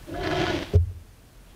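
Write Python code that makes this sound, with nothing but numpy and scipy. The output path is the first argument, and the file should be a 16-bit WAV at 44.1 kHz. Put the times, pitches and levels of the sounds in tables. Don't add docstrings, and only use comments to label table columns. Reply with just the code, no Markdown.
import sys
import numpy as np
from scipy import signal
from scipy.fft import rfft, irfft
from scipy.io import wavfile
from scipy.ndimage import uniform_filter1d

SR = 44100
rng = np.random.default_rng(int(sys.argv[2]) if len(sys.argv) > 2 else 0)


def wrap_up_sound(samples):
    columns = np.atleast_2d(samples).T
    tamed = np.clip(columns, -1, 1)
    steps = np.round(tamed * 32767).astype(np.int16)
    wavfile.write(sys.argv[1], SR, steps)


N = 68355
T = np.arange(N) / SR


def amp(db):
    return 10 ** (np.asarray(db) / 20)


def unit(x):
    return x / np.sqrt(np.mean(x ** 2) + 1e-20)


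def curve(points):
    return np.interp(T, *np.transpose(points))


def shape(x, points):
    hz, db = np.transpose(points)
    gain_db = np.interp(np.log(np.fft.rfftfreq(N, 1 / SR) + 1), np.log(hz), db)
    return irfft(rfft(x) * amp(gain_db), N)


def colour(x, points):
    return unit(shape(x, points))


def resonate(x, hz, width_hz):
    carrier = np.exp(2j * np.pi * np.cumsum(hz * np.ones(N)) / SR)
    pole = np.exp(-np.pi * width_hz / SR)
    baseband = signal.lfilter([1], [1, -2 * pole, pole * pole], x / carrier)
    return unit((carrier * baseband).real)


def noise():
    return rng.standard_normal(N)


def wander(rate_hz):
    rolloff = 1 + (np.fft.rfftfreq(N, 1 / SR) / rate_hz) ** 4
    return unit(irfft(rfft(noise()) / rolloff, N))


def ring(modes, t):
    return sum(amp(db - 60 * t / t60) * np.sin(2 * np.pi * hz * t) for hz, db, t60 in modes)


def smooth(x, time_s):
    pole = np.exp(-1 / (time_s * SR))
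    return signal.lfilter([1 - pole], [1, -pole], x)


def air():
    # frequency in Hz, relative level in dB.
    air_eq = [(20, 12), (100, 22.5), (200, 16), (400, 10), (800, 4.5), (1600, 1), (3200, -2.5),
              (7000, -6.5), (12000, -8), (16000, -10.5)]
    return amp(-47.5) * colour(noise(), air_eq)


def wind():
    # time in seconds, relative level in dB.
    gusts = [(0.0, 6), (0.7, -4), (1.0, 4.5), (1.15, -6.5), (1.55, -1)]
    return amp(-45 + curve(gusts)) * resonate(noise(), hz=45.4, width_hz=10.4)


def whine():
    return amp(-72) * resonate(noise(), hz=9280, width_hz=45)


def grains(slips_per_s=4500, spread_db=3.5, hiss_gain=0.73):
    slips = (rng.random(N) < slips_per_s / SR) * noise()
    sizes = amp(spread_db * np.minimum(rng.exponential(1, N), 3))
    return unit(unit(slips * sizes) + hiss_gain * noise())


def rasp(judder_hz=90, judder_db=1.6):
    # centre in Hz, width in Hz, relative level in dB.
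    hollow_modes = [(312, 18.7, -4.5), (345, 49, -5), (370.9, 44, 0), (575, 43, -9), (647.7, 32.4, -6.5),
                    (708, 30, -4)]
    singing_modes = [(865, 25, -15), (975, 25, -11), (1035, 25, -15), (1123, 25, -16), (1320, 35, -14),
                     (1460, 45, -8), (1705, 70, -8), (2030, 40, -14), (3150, 150, -12)]
    # time in seconds, pitch factor.
    hollow_bend = [(0.0, 0.85), (0.12, 0.91), (0.2, 1.02), (0.27, 0.99), (0.45, 1.01), (0.53, .95),
                   (0.62, 0.88), (0.75, 1.04)]
    # frequency in Hz, relative level in dB.
    body_eq = [(30, -31), (60, -17), (92, 4.5), (115, -7), (150, 0.5), (200, -11.5), (255, -19), (400, -18),
               (600, -16), (1000, -30.5), (4000, -72)]
    grit_eq = [(100, 4.5), (450, 0.5), (850, 0), (1200, -6.5), (1550, -1.5), (2200, -2), (3200, -1),
               (4000, -6), (5000, -10), (6100, -13.5), (6800, -21), (9000, -30.5), (14000, -51)]
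    # time in seconds, gain in dB.
    effort = [(0.0, -31), (0.05, -28), (0.1, -10.5), (0.2, -3.5), (0.3, 1), (0.39, 0.5), (0.52, -1.5),
              (0.6, -3), (0.68, -20), (0.745, -18), (0.8, -59)]
    grit_swell = [(0.0, -35), (0.12, -22), (0.21, -14), (0.31, -6), (0.4, -1.5), (0.48, -1.5), (0.55, -2.5),
                  (0.62, -6.5), (0.68, -13), (0.765, -17.5), (0.8, -62)]
    singing_swell = [(0.0, -35.5), (0.2, -8.5), (0.28, 1), (0.38, 0.5), (0.495, 2.5), (0.56, -6.5),
                     (0.65, -34), (0.765, -18), (0.79, -70)]
    # start and length in seconds, level in dB, centre and width in Hz.
    catches = [(0.14, 0.027, -38, 1500, 380), (0.23, 0.037, -33, 1920, 1500),
               (0.231, 0.023, -40.5, 4300, 810), (0.3, 0.053, -35, 1460, 1800),
               (0.264, .025, -38, 4200, 1200)]

    judder = unit(amp(judder_db * np.tanh(wander(judder_hz))))
    bend = curve(hollow_bend)
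    hollow = sum(amp(db) * resonate(grains(), hz * bend, width) for hz, width, db in hollow_modes)
    singing = sum(amp(db) * resonate(grains(), hz, width) for hz, width, db in singing_modes)
    body = colour(grains(), body_eq)
    grit = colour(grains(), grit_eq)
    out = amp(curve(effort)) * (amp(-32.5) * hollow + amp(-33.5) * body)
    out += amp(-30 + curve(grit_swell)) * grit
    out += amp(-34.5 + curve(singing_swell)) * singing
    for start, length, db, hz, width in catches:
        progress = np.clip((T - start) / length, 0, 1)
        bite = np.sin(np.pi * np.sqrt(progress))
        out += amp(db) * bite * resonate(grains(), hz, width)
    return judder * out


def snags(t60_s=0.0071):
    # start in seconds, relative level in dB.
    hits = [(0.2728, -17.5), (0.3947, -20), (0.467, -17)]
    # frequency in Hz, gain in dB.
    snag_eq = [(300, -7), (1700, 13.5), (4800, -4.5), (7000, -28), (14000, -51)]
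    bursts = sum((T >= start) * amp(db - 60 * np.maximum(T - start, 0) / t60_s) for start, db in hits)
    return shape(bursts * noise(), snag_eq)


def knocks(rise_s=0.003, tick_t60_s=0.03):
    # start in seconds, relative level in dB.
    hits = [(0.7356, -17), (0.7434, -20), (0.7553, -19), (0.907, -42.5)]
    # frequency in Hz, relative level in dB, seconds to fall 60 dB.
    casing_modes = [(422, 2.5, 0.078), (545, -6, 0.077), (657, -11, 0.046), (183.6, 3, 0.052)]
    # frequency in Hz, relative level in dB.
    tick_eq = [(600, 1.5), (1200, 0.5), (2500, -13), (6000, -6.5), (9000, -18), (15000, -29)]
    out = np.zeros(N)
    for start, db in hits:
        t = np.maximum(T - start, 0)
        attack = 1 - np.exp(-t / rise_s)
        tick = amp(-15.5 - 60 * t / tick_t60_s) * colour(noise(), tick_eq)
        out += amp(db) * attack * (ring(casing_modes, t) + tick)
    return out


def boom(rise_s=0.068, shudder_t60_s=0.39):
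    # start in seconds, relative level in dB.
    hits = [(0.7427, 0), (0.933, -24.5)]
    # frequency in Hz, relative level in dB, seconds to fall 60 dB.
    low_modes = [(85.98, 15, 0.2204), (91.08, 13.5, 0.223), (97.7, 8, 0.23)]
    out = np.zeros(N)
    for start, db in hits:
        t = np.maximum(T - start, 0)
        bloom = 1 - np.exp(-(t / rise_s) ** 2)
        shudder = amp(-12 - 60 * t / shudder_t60_s) * resonate(noise(), hz=71, width_hz=44)
        out += amp(db) * bloom * (ring(low_modes, t) + shudder)
    return out


def rustle():
    # time in seconds, level in dB.
    swell = [(1.4, -90), (1.47, -66), (1.51, -55.5), (1.55, -71)]
    return amp(curve(swell)) * resonate(noise(), hz=2970, width_hz=1400)


def scene():
    return (rasp() + snags() + boom() + knocks() + wind() + rustle() + whine() + air())[None]


def recover(over_db, db_per_s):
    return np.maximum.accumulate(over_db + db_per_s * T) - db_per_s * T


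def gain_control(dry, threshold_db=-17.5, held_share=0.77):
    level_db = 10 * np.log10(smooth(dry[0] ** 2, time_s=0.016) + 1e-12)
    over_db = np.maximum(level_db - threshold_db, 0)
    release_db = recover(over_db, db_per_s=80)
    creep_db = recover(held_share * over_db, db_per_s=2)
    duck_db = uniform_filter1d(np.maximum(release_db, creep_db), size=250)
    return dry * amp(-smooth(duck_db, time_s=0.0018))


def record(dry, cutoff_hz=15700):
    lowpass = signal.firwin(511, cutoff_hz, window=("kaiser", 9), fs=SR)
    return signal.oaconvolve(gain_control(dry), lowpass[None], "same")


dry = scene()
out = record(dry)
wrap_up_sound(out)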